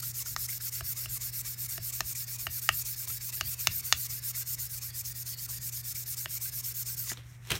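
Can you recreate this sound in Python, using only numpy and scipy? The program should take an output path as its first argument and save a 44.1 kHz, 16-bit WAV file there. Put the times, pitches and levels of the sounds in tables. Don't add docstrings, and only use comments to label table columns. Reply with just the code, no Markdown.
import sys
import numpy as np
from scipy import signal
from scipy.fft import rfft, irfft, next_fast_len
from scipy.io import wavfile
from scipy.ndimage import uniform_filter1d, minimum_filter1d

SR = 44100
rng = np.random.default_rng(int(sys.argv[2]) if len(sys.argv) > 2 else 0)


def boost(x):
    u = np.asarray(x, float) / 20
    return 10 ** u


def to_wav(s):
    ch = np.atleast_2d(s).T
    pcm = np.round(np.clip(ch, -1, 1) * 32767)
    wavfile.write(sys.argv[1], SR, pcm.astype(np.int16))


N = 334719


def evened(x):
    return x / np.sqrt(np.mean(x ** 2) + 1e-20)


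def read(points, hz):
    f, value = np.transpose(points)
    return np.interp(np.log(hz + 1), np.log(f + 1), value)


def add(mix, s, sound):
    part = mix[round(s * SR):][:len(sound)]
    part += sound[:len(part)]


def coloured(x, points):
    size = next_fast_len(len(x))
    gain = boost(read(points, np.fft.rfftfreq(size, 1 / SR)))
    return evened(irfft(rfft(x, size) * gain, size)[:len(x)])


def resonate(x, hz, width):
    turn = np.exp(2j * np.pi * np.cumsum(hz * np.ones(len(x))) / SR)
    r = np.exp(-np.pi * width / SR)
    smooth = signal.lfilter([(1 - r) ** 2], [1, -2 * r, r * r], x / turn + 1e-18)
    return 2 * (turn * smooth).real


def grains(per_s, spread_db):
    chance, e, sign = rng.random((N, 3)).T
    size = boost(spread_db * np.minimum(-np.log(1 - e), 5))
    return evened((chance < per_s / SR) * size * np.sign(sign - .5))


def thump_db(peak_db, bass_db):
    return min(peak_db + bass_db + 5.0, -42)


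# f/Hz, level/dB rms
HUM = [(120.1, -49), (240.2, -79)]
# f/Hz, level/dB
RUMBLE = [(18, -42), (30, -30), (45, -1), (62, 2.5), (90, 0), (150, -2.5), (200, -17), (300, -22),
          (500, -80)]
# f/Hz, level/dB per Hz
ROOM = [(100, -68), (170, -8), (253, -9.5), (364, -6), (450, -11.5), (700, -11), (860, -11.5), (1400, -10),
        (2000, -5), (3000, -21.5), (6000, -65), (16000, -60)]


def background():
    t = np.arange(N) / SR
    bench, air, c, d = rng.standard_normal((N, 4)).T
    waver_db = 0.6 * evened(uniform_filter1d(uniform_filter1d(c, 6000), 6000))
    hum = sum(boost(db + waver_db) * np.sqrt(2) * np.sin(2 * np.pi * hz * t) for hz, db in HUM)
    wander_db = 1.5 * evened(uniform_filter1d(uniform_filter1d(d, 4000), 4000))
    shake = boost(-55.5 + wander_db)
    blows = [(s, thump_db(peak_db, bass_db) - 4.5) for s, peak_db, _, bass_db, _ in KNOCKS]
    blows += [(7.505, -40.5)]
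    rise_s = 0.023
    for s, db in blows:
        after = np.maximum(t - s, 0) / rise_s
        shake = np.hypot(shake, boost(db) * after * np.exp(1 - after))
    return hum + shake * coloured(bench, RUMBLE) + boost(-64.5) * coloured(air, ROOM)


# start t/s, end t/s, pressure level/dB, free blade pitch at the end f/Hz
TOWARDS = [(0.023, 0.119, -36, 1450), (0.26, .348, -37.5, 1760), (0.486, 0.582, -35.5, 1750),
           (0.724, 0.813, -37.5, 1740), (0.967, 1.064, -38.5, 1660), (1.211, 1.304, -37.5, 1760),
           (1.453, 1.548, -39, 1790), (1.689, 1.785, -38.5, 1720), (1.925, 2.005, -37, 1820),
           (2.152, 2.248, -36.5, 1890), (2.39, 2.477, -39.5, 1850), (2.618, 2.692, -39, 1900),
           (2.853, 2.95, -37.5, 1840), (3.076, 3.184, -37.5, 1770), (3.326, 3.415, -39, 2035),
           (3.594, 3.679, -39, 1830), (3.843, 3.923, -39, 1520), (4.098, 4.197, -38.5, 1740),
           (4.351, 4.433, -36, 1610), (4.59, 4.675, -37, 1700), (4.82, 4.908, -39, 1910),
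           (5.049, 5.128, -37.5, 1884), (5.262, 5.349, -35, 2070), (5.49, 5.586, -37.5, 1890),
           (5.724, 5.816, -37.5, 1870), (5.951, 6.04, -37.5, 1810), (6.171, 6.261, -37, 1800),
           (6.413, 6.5, -35.5, 1770), (6.639, 6.727, -36.5, 1660), (6.861, 6.952, -36.5, 1630)]
# start t/s, end t/s, pressure level/dB, free blade pitch at the end f/Hz
AWAY = [(0.144, 0.23, -35.5, 920), (0.382, 0.466, -34.5, 1270), (0.609, .696, -36, 1190),
        (0.844, .935, -37, 1190), (1.095, 1.18, -37, 1070), (1.331, 1.418, -37, 1090),
        (1.583, 1.668, -37.5, 1290), (1.825, 1.908, -37, 1160), (2.056, 2.134, -36.5, 1100),
        (2.274, 2.366, -39, 980), (2.508, 2.602, -37.5, 1280), (2.728, 2.828, -36.5, 1050),
        (2.962, 3.056, -38.5, 1040), (3.212, 3.306, -39.5, 950), (3.449, 3.547, -38, 1150),
        (3.715, 3.811, -38, 1230), (3.973, 4.07, -37, 1140), (4.229, 4.316, -35.5, 1250),
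        (4.466, 4.553, -36, 1080), (4.699, 4.792, -40, 980), (4.943, 5.019, -36, 1280),
        (5.155, 5.233, -38, 1420), (5.378, 5.465, -37.5, 1400), (5.614, 5.7, -36.5, 1260),
        (5.842, 5.929, -36, 1330), (6.064, 6.148, -36.5, 1290), (6.3, 6.383, -36.5, 1070),
        (6.523, 6.612, -38, 1050), (6.745, 6.834, -36.5, 1300), (6.97, 7.081, -39.5, 1040)]
FIRST, FLICK = (0.0, .007, -31, 1450), (7.085, 7.136, -33.5, 1050)
# t/s, fine grit level/dB, blade ring level/dB
HOLD = [(0, 2, -21.5), (.5, 3, -22.5), (.95, 5.5, -18), (1.5, 5, -20.5), (2.15, 3, -22), (2.6, 4.5, -20),
        (3.1, 5, -21), (3.75, 6, -18), (4.3, 4.5, -20), (4.8, 3.5, -22), (5.3, 1.5, -23), (6.0, 3, -22.5),
        (6.6, 4, -20.5), (6.9, 2.5, -21.5), (7.03, 7, -20.5), (7.1, -3.5, -20)]


def hand():
    rise_s, fall_s = (.016, .011), .006
    sag_along_db, creep_level_db = (2.2, -2), (-51, -52)
    fine_way_db, ring_way_db = (0.64, 0.2), (-2.1, -0.8)
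    arch_hz = 177

    t = np.arange(N) / SR
    s0, s1, press_db, end_hz = np.transpose(sorted([FIRST, FLICK] + TOWARDS + AWAY))
    span, towards = s1 - s0, np.arange(len(s0)) % 2
    knock_s, knock_db = np.transpose(KNOCKS)[:2]
    near_knock = abs(s1[:, None] - knock_s) < .02
    jolt_db = (near_knock * np.maximum(knock_db + 40, 0)).sum(1)

    sag_db = np.take(sag_along_db, towards) - .1 * jolt_db - 6.0 * (s0 >= s0[-2])
    knots = np.ravel([s0 + .2 * span, s0 + .75 * span], "F")
    knot_db = np.ravel([press_db - sag_db / 2, press_db + sag_db / 2], "F")
    pressure = boost(np.interp(t, knots, knot_db))
    start_hz = np.append(end_hz[0], end_hz[:-1])
    free_hz = np.interp(t, np.ravel([s0, s1], "F"), np.ravel([start_hz, end_hz], "F"))

    moving, speed = np.zeros((2, N))
    for a, b, way in zip(s0, s1, towards):
        near = slice(max(round((a - .06) * SR), 0), round((b + .05) * SR))
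        taking_hold = 1 + np.exp((a - t[near]) * 4 / rise_s[way])
        stopping = 1 + np.exp((t[near] - b) * 4 / fall_s)
        moving[near] += 1 / taking_hold / stopping
        speed[near] += np.sin(np.pi * np.clip((t[near] - a) / (b - a), 0, 1))

    turn_db = (np.take(creep_level_db, towards) + 0.13 * jolt_db)[:-1]
    turn_s = np.ravel([np.minimum(s1[:-1] + 0.011, s0[1:]), s0[1:]], "F")
    creep_db = np.interp(t, turn_s, np.ravel([turn_db - 4.5, turn_db + 10.5], "F"))
    creep = boost(creep_db) * (t < s1[-1])

    hold_s, fine_db, ring_db = np.transpose(HOLD)
    middle = s0 + span / 2
    fine_db = np.interp(t, hold_s, fine_db) + np.interp(t, middle, np.take(fine_way_db, towards))
    ring_db = np.interp(t, hold_s, ring_db) + np.interp(t, middle, np.take(ring_way_db, towards))
    blade_hz = uniform_filter1d(free_hz + arch_hz * speed, 900)
    return np.hypot(pressure * moving, creep), speed, blade_hz, fine_db, ring_db


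# f/Hz, level/dB per Hz
GRIT = [(1650, -66), (2800, -21), (3290, -17), (4430, -11), (4910, -9.5), (5240, -3), (5760, -6),
        (6620, -1.5), (7600, -3), (9600, -1.5), (10600, -6), (12300, 2), (14300, 3), (16000, -1)]
# tip f/Hz, handle f/Hz, width f/Hz, tip level/dB, handle level/dB
BLADE = [(2500, 2380, 1460, 3.5, 3.5), (3700, 3380, 300, 5.5, 1.5), (600, 680, 440, -3.5, -8),
         (4540, 4600, 480, 8, 10), (5080, 5350, 750, 4, 2), (5820, 3900, 240, 8.5, 8.5),
         (6600, 5200, 420, 2, 11.5)]


def sanding():
    pressure, speed, free_hz, fine_db, ring_db = hand()
    place = (free_hz - 1150) / 600
    hz, t, z = signal.stft(grains(14000, 2.2), SR, nperseg=256, noverlap=192)
    at = np.minimum(np.round(t * SR).astype(int), N - 1)
    fine = np.clip(np.log2((hz[:, None] + 1) / 7000) / 0.81, 0, 1)
    noise = rng.standard_normal(z.shape[::-1])
    patches = evened(uniform_filter1d(uniform_filter1d(noise, 24, 0), 3, 1)).T
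    db = read(GRIT, hz)[:, None] + 2.3 * patches
    db = db + fine * (fine_db[at] - 6.0 + 5.1 * (speed[at] - .7))
    db = db - (1 - fine) * 3.06 * (place[at] - .5)
    hiss = evened(signal.istft(z * boost(db), SR, nperseg=256, noverlap=192)[1][:N])

    unevenness = evened(uniform_filter1d(rng.standard_normal(N), 600))
    drive = grains(8000, 2.2) * boost(2.2 * unevenness)
    ring = boost(6.0) * resonate(drive, free_hz, 165)
    grip_hz = uniform_filter1d(-minimum_filter1d(-free_hz, size=12000), size=9000)
    second_hz = 1.2 * grip_hz - 0.26 * (free_hz - grip_hz)
    ring += boost(5.0 - 11.5 * place) * resonate(drive, second_hz, 255)
    for tip_hz, handle_hz, width, tip_db, handle_db in BLADE:
        mode_hz = tip_hz + (handle_hz - tip_hz) * place
        mode_db = tip_db + (handle_db - tip_db) * place
        ring += boost(mode_db) * resonate(drive, mode_hz, width)
    return hiss * pressure * boost(0.73) + ring * pressure ** 0.41 * boost(ring_db - 11.5)


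def workshop(x):
    t60 = .17
    taps = np.zeros(12000)
    taps[np.arange(100, 11980, 20) + rng.integers(0, 20, 594)] = rng.choice([-1., 1.], 594)
    hz, t, z = signal.stft(taps, SR, nperseg=128)
    thin = np.minimum(hz[:, None] / 2500, 1)
    decay = boost(-60 * t / t60 * (1 + hz[:, None] / 12000))
    tail = signal.istft(z * thin * decay, SR, nperseg=128)[1]
    return signal.fftconvolve(x, tail / np.linalg.norm(tail))[:N]


# t/s, peak level/dB,
# f/Hz
GRABS = [(0.0253, -38.5, 1350), (0.2568, -37, 1360), (0.4873, -34.5, 2140), (0.6013, -40, 1670),
         (0.7218, -41, 2080), (1.2027, -40.5, 1850), (1.4455, -40, 1770), (1.6876, -42.5, 2050),
         (2.1485, -38, 2180), (3.2038, -41, 2250), (3.3227, -38, 2040), (4.345, -38, 2070),
         (4.5805, -41, 1940), (5.488, -44.5, 1040), (5.9514, -38, 2250), (7.0967, -33, 1960),
         (7.113, -33.5, 288)]


def grabs():
    out, t = np.zeros(N), np.arange(2000) / SR
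    swell = (t / .005) * np.exp(1 - t / .005)
    for (s, peak_db, hz), noise in zip(GRABS, rng.standard_normal((len(GRABS), 2000))):
        add(out, s, boost(peak_db - 10.5) * evened(resonate(noise, hz, 380)) * swell)
    return out


# t/s, peak level/dB, treble, bass and hardness level/dB
KNOCKS = [(0.192, -43, 9, -27, 12), (0.363, -22.5, -11, -36, -24), (0.808, -33, -8.5, -13.5, -6),
          (1.058, -36.5, -19, -19, -3), (1.779, -31.5, -5, -11.5, -6), (2.006, -17.5, 0, -20.5, -5),
          (2.468, -26, -8.5, -21.5, -6), (2.69, -12, -8.5, -30, -5.5), (3.075, -36, -2, -20, -23),
          (3.41, -17.5, -3, -22, -4.5), (3.671, -10, 4.5, -23, -2.5), (3.925, -7, 6.5, -28, -4),
          (6.258, -29.5, -31, -25, -7.5), (7.117, -33.5, -26, -40, -11)]
# f/Hz, level/dB, t60 t/s
HANDLE = [(360, -12.5, 0.033), (635, -6, 0.032), (1280, 0.5, 0.0079), (1810, 1.5, 0.012), (2350, -4, 0.005),
          (2860, 0, 0.0088), (3840, -4, 0.0058), (4440, -3.5, 0.0061), (5280, 2.5, 0.0039),
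          (6420, -2, 0.0063), (11700, 0, 0.0018)]


def knocks():
    out, t = np.zeros(N), np.arange(6000) / SR
    hz, db, t60 = np.transpose(HANDLE)[:, :, None]
    bass_cut = signal.butter(3, 980, "high", fs=SR, output="sos")
    thump = np.sin(2 * np.pi * 85 * t) * (t / 0.0075) * np.exp(1 - t / 0.0076)
    rattle_t = t[:300]
    draws = rng.standard_normal((len(KNOCKS), 300 + len(hz)))
    for (s, peak_db, treble_db, bass_db, hard_db), draw in zip(KNOCKS, draws):
        contact = .075 * draw[:300] * np.exp(-rattle_t / .002)
        contact[[8, 72]] += 1, .35
        grip_db = (hz > 3300) * (treble_db + 7) + (hz < 900) * (bass_db + 19)
        grip_db = grip_db + (abs(hz - 2700) < 600) * (hard_db + 9)
        mode_hz = hz * (1 + .02 * draw[300:, None])
        modes = boost(db + grip_db - 60 * t / t60) * np.sin(2 * np.pi * mode_hz * t)
        upper = signal.sosfilt(bass_cut, modes[2:].sum(0))
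        lower = 1.46 * modes[:2].sum(0) * (1 - np.exp(-t / 0.0047))
        click = signal.fftconvolve(contact, upper)[:len(t)] + lower
        add(out, s + .0004, boost(peak_db + 8.5) * click / abs(click).max())
        add(out, s + 0.0136, boost(thump_db(peak_db, bass_db)) * thump)
    return out


# t/s, level/dB, treble level/dB
LIFT = [
    (7.129, -46, -14),
    (7.15, -66, 3),
    (7.19, -58.5, -6),
    (7.225, -67, -6),
    (7.3, -72, 8),
    (7.35, -67, -0.5),
    (7.39, -83, 8),
]
# t/s, level/dB, treble level/dB
DROP = [
    (7.43, -69, 0),
    (7.46, -63, 0),
    (7.495, -56.5, -3),
    (7.508, -32, -18),
    (7.53, -42, -11),
    (7.566, -47.5, -1),
    (7.59, -57, 3),
]
# t/s, peak level/dB, treble level/dB, thud level/dB, crackle t/ms
SLAPS = [(7.173, -30, -16, -8.5, 2), (7.451, -46, -1, -15, 2.5), (7.472, -40.5, 4, -9, 3),
         (7.482, -38, -6, -9, 1.5), (7.4995, -42, -3, -20, 1.5), (7.5047, -13.5, -1.5, -15, 1),
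         (7.51, -18.5, -7, -2.5, 2.6), (7.5175, -12.5, -6, -18, 3.6), (7.531, -35, -10, -22, 3),
         (7.553, -26.5, 0, -2, 7), (7.565, -42, -4, -10, 3)]


def paper():
    t, out = np.arange(N) / SR, np.zeros(N)
    s, db, treble_db = np.transpose(LIFT + DROP)
    soft, crackle = grains(15000, 3.3), grains(5000, 3.0)
    # f/Hz, level/dB
    sheet = [(400, -32), (1000, -7), (1900, -6.0), (2400, -4), (3000, -5), (4000, -4.5),
             (4800, -15), (7000, -37)]
    edge = [(4000, -30), (5500, 2.5), (7000, -1), (9000, -1), (10700, -8.0), (14000, -3), (16000, -13)]
    bench = [(40, -31), (80, -13), (140, 9), (230, -15), (350, -2), (600, -12.5), (900, -35)]
    level = boost(np.interp(t, s, db, left=-120) + 3.0)
    treble = boost(np.interp(t, s, treble_db))
    out += level * (coloured(soft, sheet) + treble * coloured(soft, edge))
    body, snap, thud = coloured(crackle, sheet), coloured(crackle, edge), coloured(soft, bench)
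    for s, peak_db, treble_db, thud_level_db, ms in SLAPS:
        after = np.maximum(t - s, 0)
        burst = (t >= s) * np.exp(-after * 1000 / max(ms, .2)) * (body + boost(treble_db) * snap)
        swell = (after / 0.011) * np.exp(1 - after / 0.0089)
        out += boost(peak_db - 8.5) * (burst + boost(thud_level_db - 3.5) * swell * thud)
    return out


def scene():
    rub, hits = sanding() + grabs(), knocks() + paper()
    boxy = resonate(hits, 3180, 1240)
    echo = workshop(boost(-18) * rub + boost(-16.5) * hits + boost(-20) * boxy)
    mono = rub + hits + echo + background()
    return np.array([mono, mono])


def roll_off(x):
    return signal.sosfilt(signal.butter(12, 16990, fs=SR, output="sos"), x)


def record(dry):
    squeezed = np.sign(dry) * (.6 + .3 * np.tanh((abs(dry) - .6) / .3))
    softened = np.where(abs(dry) > .6, squeezed, dry)
    band = signal.firwin(601, 15950, window=("kaiser", 8), fs=SR)
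    limited = signal.oaconvolve(softened, band[None], "same")
    return roll_off(limited)


dry = scene()
out = record(dry)
to_wav(out)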